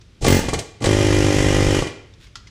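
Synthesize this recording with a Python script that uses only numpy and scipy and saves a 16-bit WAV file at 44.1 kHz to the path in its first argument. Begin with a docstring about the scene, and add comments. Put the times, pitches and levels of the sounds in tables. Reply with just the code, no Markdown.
"""After a faint clink, a pneumatic chisel hammers a steel motor housing: sputter, short burst, halting strokes.
A bright skid and a pause precede the long burst, which ends in two weak strokes; then light clinks and a scrape.
Each stroke is a filtered exhaust pulse plus a clash of decaying noise and damped modes; gated noise is the air.
A hard-walled room adds a noise tail that decays per frequency; low rumble and hum run throughout."""
import sys
import numpy as np
from scipy import signal
from scipy.fft import rfft, irfft, next_fast_len
from scipy.io import wavfile
from scipy.ndimage import uniform_filter1d

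SR = 44100
rng = np.random.default_rng(int(sys.argv[2]) if len(sys.argv) > 2 else 0)


def materialize(psi):
    """Save the field psi as 16-bit PCM at rate SR to the path in sys.argv[1].

    A 1-D psi becomes a single channel; in a 2-D psi each row is a channel.
    """
    bounded = np.clip(np.atleast_2d(psi).T, -1, 1)
    quanta = np.round(bounded * 32767).astype(np.int16)
    wavfile.write(sys.argv[1], SR, quanta)


N = 110250

# Free-running piston: t/s, rate/(strokes/s), level/dB
SHORT_BURST = [(.2802, 45.5, -0.5), (.325, 46.6, -1.5), (.36, 46.3, -5), (.395, 38.3, -9)]
LONG_BURST = [(.8706, 51.84, -0.5), (1.0, 51.09, -2.5), (1.17, 50.5, -2.5), (1.26, 50.06, -2.5),
              (1.53, 49.71, -2), (1.75, 49.6, -2.5), (1.8, 41.55, -3)]
# Halting low-pressure strokes: t/s, puff level/dB, clash level/dB, clash offset from t/s
SPUTTERS = [(.226, -16.5, -7, -.005), (.249, -1, 4.5, -0.0054), (.267, -4.5, 6.5, -.004),
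            (0.44, -14.5, -14, -0.0013), (0.484, -6, 2.5, .001), (0.531, -4.5, 4, .002),
            (0.585, -17, -6.5, .005), (0.811, -15, -18, -0.0074), (0.829, -11.5, -3, -0.0093),
            (0.844, -4.5, 2.5, -.004), (0.857, -13, 5.5, -.001), (1.823, -4.5, -6.5, -.003),
            (1.868, -12.5, -5, 0.00053)]
# Exhaust puff spectra: f/Hz, relative level/dB
LONG_PUFF = [(20, -19), (50, -12.5), (100, 0), (150, -7.5), (200, -10.5), (250, -3.5), (340, -2),
             (400, -3.5), (460, -4.5), (580, -11), (720, -21.5), (900, -17.5), (1200, -43), (3000, -89),
             (12000, -110)]
SHORT_PUFF = [(20, -57), (50, -23), (90, 3), (180, 1), (230, 5.5), (320, -2), (450, 0), (700, -16.5),
              (1100, -25), (3000, -85), (12000, -110)]
WEAK_PUFF = [(20, -15), (60, -7.5), (130, 5), (200, -3), (330, 0), (500, 1.5), (620, -17), (760, -6),
             (1000, -17), (1200, -11), (1600, -95), (4000, -38), (12000, -110)]
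# Chisel-on-housing clash spectra: f/Hz, relative level/dB
BRIGHT_STEEL = [(410, -23), (700, -14), (850, 10.5), (1050, -19.5), (1190, -5), (1760, -1), (1950, 4.5),
                (2160, -4.5), (3270, -2.5), (3540, -6), (7700, -8), (11400, -17.5), (15500, -21)]
DULL_STEEL = [(410, -37), (700, -0.5), (873, -5), (943, -3.5), (1270, -3), (1580, -4.5), (1950, 3),
              (2190, -2.5), (2770, -3), (3070, -2), (4030, -12), (5500, -7), (7700, -11), (8320, -16),
              (10900, -19.5), (13400, -33.5), (15500, -69)]
LOOSE_STEEL = [(410, -3.5), (700, 1.5), (955, -8), (1150, -20), (1300, -16.5), (2080, -5.5), (2630, -18),
               (2990, -7.5), (3580, -11.5), (8110, -12.5), (12300, -36), (15500, -46)]
# Modes of housing and chisel: f/Hz, relative level/dB, t60/s
HOUSING = [(1410, 4.5, 0.12), (1990, 3.5, 0.098), (2073, 5.5, 0.14), (2410, 6, 0.24), (2630, 3, .08),
           (2970, 1, 0.17)]
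# Modes of the tool, chisel not pressed home: f/Hz, relative level/dB, t60/s
HOLLOW = [(465, 2, 0.11), (678, -2, 0.038), (767, -3.5, 0.063), (1129, 5.5, 0.086)]
SKID_HZ = 8060  # spectral peak of the skid
# Bright rasp of the slipping blade: f/Hz, relative level/dB
SKID = [(1100, -30), (1900, -11.5), (6500, -11), (8200, -9.5), (SKID_HZ, 0), (8800, -15.5), (15500, -36)]
# Exhaust hiss spectrum: f/Hz, relative level/dB
HISS = [(300, -33), (1500, -8), (4000, 1), (6500, 2.5), (8000, -2), (11000, -12.5), (15000, -33)]
# Exhaust buffeting spectrum: f/Hz, relative level/dB
DRAUGHT = [(15, -22), (35, -2.5), (60, -6.5), (120, -8.5), (300, -19.5), (800, -28), (2000, -91)]
# Air flow periods: start/s, end/s, relative level/dB
AIR_OPEN = [(0.208, 0.377, 6), (0.416, 0.584, -4), (0.81, 1.802, 3.5)]
# Light metal contacts: t/s, level/dB, tick t60/s, knock f/Hz, knock level re contact/dB
CLINKS = [(.012, -26, 0.044, 3536, -8), (.108, -62, 0.034, 3520, -4), (.148, -54, .04, 3460, -8),
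          (2.136, -28.5, .04, 3595, -4), (2.268, -27, .03, 2140, -1), (2.3551, -6.5, 0.027, 1373, -4.5),
          (2.366, -17, 0.08, 1250, -10), (2.47, -20.5, 0.076, 2100, -3)]
# Clink tick spectrum: f/Hz, relative level/dB
CLINK = [(500, -43), (900, -15), (1150, -8.5), (1400, -13), (1750, -11), (2700, -9.5), (3700, -9.5),
         (4400, -6.5), (5900, -7), (7100, -15), (10000, -31.5), (15000, -50)]
# Scrape spectrum: f/Hz, relative level/dB
SCRAPE = [(600, -15), (1400, 5), (3600, 7.5), (7000, -2), (14000, -21)]
# Background rumble spectrum: f/Hz, relative level/dB
FLOOR = [(15, -37), (25, -6), (52, 1), (80, -3.5), (115, -4), (160, -12), (370, -19), (500, -24.5),
         (800, -32), (3200, -30), (6000, -36), (10000, -47.5), (16000, -68)]
# Workshop decay: f/Hz, t60/s
ROOM = [(100, 0.31), (300, 0.62), (600, 0.6), (1000, 0.56), (2500, 0.6), (7000, 0.45), (10000, 0.35),
        (15000, 0.29)]
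# Stereo side signal: f/Hz, side level/dB
WIDTH = [(100, -100), (1000, -48), (5000, -44.5), (10000, -25.5), (12000, -19.5), (15000, -7)]

LONG_PUFF_DB, SHORT_PUFF_DB, WEAK_PUFF_DB = 13, 17.5, 11.5
PUFF_LAG_S, PUFF_SUDDEN = 0.0012, 0.38  # crest after stroke time; 0 swells evenly, 1 starts at once
REBOUND_S, REBOUND_DB = 0.004446, -8.5  # opposite pulse after the puff
BRIGHT_DB, DULL_DB, LOOSE_DB = 6, 2, 2.5
CLASH_T60_S, SPUTTER_T60_S = 0.051, 0.087
BLOW_RISE_TAU_S = 0.002
REPEAT_SHARE = 0.32  # energy share of rattle noise alike in every stroke
SCATTER_DB, JITTER_S = 1.18, 0.00005  # standard deviations
RING_DB, HOLLOW_DB = -42.5, -25
GRIP_DETUNE = 0.0062  # relative standard deviation
SHANK_HZ, SHANK_DB = 15100, -25
SKID_S, SKID_DB, SKID_T60_S, SKID_RISE_TAU_S = 0.588, -0.5, 0.06, 0.0032
HISS_DB, DRAUGHT_DB = -41, -26
AIR_RISE_TAU_S, AIR_FALL_TAU_S = 0.014, 0.027
CLINK_RISE_TAU_S, KNOCK_T60_S = 0.0016, 0.024
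SCRAPE_S, SCRAPE_SIGMA_S, SCRAPE_DB = 2.24, 0.026, -49.5
FLOOR_DB, HUM_DB, HUM_HZ = -48.5, -53.5, 100
WET_PUFF_DB, WET_STEEL_AND_HISS_DB, WET_SPUTTER_DB, WET_CLINK_DB = -9, -2, -10, -11
WALL_DELAY_S = 0.005
CEILING, TOP_HZ, TOP_SLOPE_HZ = 0.92, 15750, 250

T = np.arange(N) / SR
HIT_T = T[:SR // 4]


def chisel():
    """Two bursts of steady strokes: exhaust, steel and shank ring, with room."""
    short, long = strokes(SHORT_BURST), strokes(LONG_BURST)
    exhaust = amp(SHORT_PUFF_DB) * puffs(short, SHORT_PUFF)
    exhaust += amp(LONG_PUFF_DB) * puffs(long, LONG_PUFF)
    steel = clashes(short, BRIGHT_STEEL, BRIGHT_DB, CLASH_T60_S)
    steel += clashes(long, DULL_STEEL, DULL_DB, CLASH_T60_S)
    wet = room(amp(WET_PUFF_DB) * exhaust + amp(WET_STEEL_AND_HISS_DB) * steel)
    return exhaust + steel + shank(short) + wet


def strokes(burst):
    """(t/s, level/dB) per piston stroke, from the integrated stroke rate plus jitter."""
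    s, rate, db = np.transpose(burst)
    t = np.arange(s[0], s[-1], 1 / SR)
    turns = np.cumsum(np.interp(t, s, rate)) / SR
    times = np.interp(np.arange(int(turns[-1]) + 1), turns, t)
    jittered = times + JITTER_S * rng.standard_normal(len(times))
    return np.transpose([jittered, np.interp(times, s, db)])


def puffs(blows, spectrum):
    """Exhaust pressure pulse per stroke, then the opposite pulse drawn by the piston's rebound."""
    out = np.zeros(N)
    for s, db in blows:
        crest_s = s + PUFF_LAG_S
        rebound_db = db + REBOUND_DB + rng.normal(0, SCATTER_DB)
        add(out, crest_s, amp([db]))
        add(out, crest_s + REBOUND_S, -amp([rebound_db]))
    return body(out, spectrum, PUFF_SUDDEN)


def clashes(blows, spectrum, level_db, t60_s):
    """Steel on steel: a short noise rattle, partly alike each time, plus the housing modes."""
    rattle = np.zeros(N)
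    alike = rng.standard_normal(len(HIT_T))
    envelope = onset(BLOW_RISE_TAU_S) * fade(t60_s)
    for s, db in blows:
        fresh = rng.standard_normal(len(HIT_T))
        grain = np.sqrt(REPEAT_SHARE) * alike + np.sqrt(1 - REPEAT_SHARE) * fresh
        add(rattle, s, amp(db + rng.normal(0, SCATTER_DB)) * impulse(grain * envelope))
    return amp(level_db) * body(rattle, spectrum) + amp(RING_DB) * modes(blows, HOUSING)


def modes(blows, table):
    """Each blow re-excites damped modes; the gloved grip detunes them slightly."""
    out = np.zeros(N)
    rise = onset(BLOW_RISE_TAU_S)
    for s, db in blows:
        tone = np.zeros(len(HIT_T))
        for hz, level_db, t60_s in table:
            detuned_hz = hz * (1 + GRIP_DETUNE * rng.normal())
            tone += amp(db + level_db) * ring(detuned_hz, t60_s)
        add(out, s, rise * tone)
    return out


def shank(blows):
    """Thin high chisel ring before it bites in: one damped mode per stroke."""
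    out = np.zeros(N)
    for s, db in blows:
        add(out, s, amp(SHANK_DB + db) * ring(SHANK_HZ + rng.normal(0, 70), 0.07))
    return out


def sputter():
    """Halting strokes as the tool starts and stops: weak puffs, hollow modes, loose clashes, one skid."""
    pushes = [(s, puff_db) for s, puff_db, _, _ in SPUTTERS]
    contacts = [(s + offset_s, clash_db) for s, _, clash_db, offset_s in SPUTTERS]
    dry = amp(WEAK_PUFF_DB) * puffs(pushes, WEAK_PUFF)
    dry += amp(HOLLOW_DB) * modes(pushes, HOLLOW)
    dry += clashes(contacts, LOOSE_STEEL, LOOSE_DB, SPUTTER_T60_S)
    add(dry, SKID_S, amp(SKID_DB) * skid())
    return dry + amp(WET_SPUTTER_DB) * room(dry)


def skid():
    """The blade slips: a decaying noise burst through a bright, peaked filter."""
    grain = rng.standard_normal(len(HIT_T))
    return body(impulse(grain * onset(SKID_RISE_TAU_S) * fade(SKID_T60_S)), SKID)


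def air():
    """Spent air while the trigger is held: flow-gated hiss with room, and low-frequency buffeting."""
    flow = np.zeros(N)
    for start_s, end_s, db in AIR_OPEN:
        rise = 1 - np.exp(-np.maximum(T - start_s, 0) / AIR_RISE_TAU_S)
        fall = np.exp(-np.maximum(T - end_s, 0) / AIR_FALL_TAU_S)
        flow += amp(db) * rise * fall
    hiss = amp(HISS_DB) * flow * noise(HISS)
    buffeting = amp(DRAUGHT_DB) * flow * noise(DRAUGHT)
    return hiss + amp(WET_STEEL_AND_HISS_DB) * room(hiss) + buffeting


def handling():
    """Damped clinks of tool and housing (noise tick plus tonal knock), and a brief copper-wire scrape."""
    ticks, knocks = np.zeros(N), np.zeros(N)
    rise = onset(CLINK_RISE_TAU_S)
    for s, db, t60_s, hz, knock_db in CLINKS:
        grain = rng.standard_normal(len(HIT_T))
        add(ticks, s, amp(db) * impulse(grain * rise * fade(t60_s)))
        add(knocks, s, amp(db + knock_db) * impulse(rise * ring(hz, KNOCK_T60_S)))
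    dry = body(ticks, CLINK) + knocks + scrape()
    return dry + amp(WET_CLINK_DB) * room(dry)


def scrape():
    """Coloured noise, roughened by a random gain, under a Gaussian envelope."""
    smooth = uniform_filter1d(rng.standard_normal(N), size=130)  # about 3 ms
    roughness = amp(3.6 * unit(smooth))
    envelope = np.exp(-((T - SCRAPE_S) / SCRAPE_SIGMA_S) ** 2 / 2)
    return amp(SCRAPE_DB) * envelope * unit(roughness * noise(SCRAPE))


def workshop():
    """Low rumble as coloured noise, mains hum as a sine."""
    hum = unit(np.sin(2 * np.pi * HUM_HZ * T))
    return amp(FLOOR_DB) * noise(FLOOR) + amp(HUM_DB) * hum


def room(x):
    """Workshop reverberation: delayed noise tail, each frequency with its own decay."""
    hz, t, z = signal.stft(rng.standard_normal(SR), SR, nperseg=256)
    decay = np.exp(-np.log(1000) * t / along(ROOM, hz)[:, None])
    tail = signal.istft(z * decay, SR)[1]
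    out = np.zeros(N)
    add(out, WALL_DELAY_S, signal.fftconvolve(x, impulse(tail))[:N])
    return out


def amp(db):
    """Decibels to gain."""
    return 10 ** (np.asarray(db) / 20)


def unit(x):
    """Scale to rms 1."""
    return x / np.sqrt(np.mean(x ** 2) + 1e-20)


def impulse(x):
    """Scale to energy 1."""
    return x / (np.linalg.norm(x) + 1e-20)


def along(points, hz):
    """Interpolate (f/Hz, value) points on a log frequency axis."""
    f, v = np.transpose(points)
    return np.interp(np.log(hz + 1), np.log(f + 1), v)


def filtered(x, response):
    """Apply a zero-phase response of frequency."""
    m = next_fast_len(N + SR // 2)
    return irfft(rfft(x, m) * response(np.fft.rfftfreq(m, 1 / SR)), m)[..., :N]


def noise(spectrum):
    """Coloured noise of rms 1."""
    return unit(filtered(rng.standard_normal(N), lambda hz: amp(along(spectrum, hz))))


def body(x, spectrum, sudden=1, size=8192):
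    """Energy-1 filter via cepstrum: sudden 1 is minimum phase, 0 is zero phase and swells first."""
    half = size // 2
    cepstrum = irfft(np.log(amp(along(spectrum, np.fft.rfftfreq(size, 1 / SR)))))
    cepstrum[1:half] *= 1 + sudden
    cepstrum[half + 1:] *= 1 - sudden
    response = np.roll(irfft(np.exp(rfft(cepstrum))), half)
    return signal.fftconvolve(x, impulse(response))[half:][:N]


def onset(tau_s):
    """Exponential rise of a hit towards 1."""
    return 1 - np.exp(-HIT_T / tau_s)


def fade(t60_s):
    """Exponential decay of a hit, 60 dB in t60_s."""
    return np.exp(-np.log(1000) * HIT_T / t60_s)


def ring(hz, t60_s):
    """One damped mode at a random phase."""
    return np.sin(2 * np.pi * (hz * HIT_T + rng.random())) * fade(t60_s)


def add(out, s, x):
    """Mix x into out at time s."""
    part = out[max(round(s * SR), 0):][:len(x)]
    part += x[:len(part)]


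def scene():
    """All layers, nearly mono: a decorrelated side signal spreads mainly the highest treble."""
    mid = chisel() + sputter() + air() + handling() + workshop()
    diffuser = impulse(rng.standard_normal(len(HIT_T)) * fade(0.057))
    spread = signal.fftconvolve(mid, diffuser)[:N]
    side = filtered(spread, lambda hz: amp(along(WIDTH, hz)))
    return np.array([mid + side, mid - side])


def record(dry):
    """Soft limiting towards CEILING, then a steep low-pass reaching zero at TOP_HZ."""
    rounded = dry / (1 + np.abs(dry / CEILING) ** 6) ** (1 / 6)
    return filtered(rounded, lambda hz: np.clip((TOP_HZ - hz) / TOP_SLOPE_HZ, 0, 1) ** 2)


dry = scene()
out = record(dry)
materialize(out)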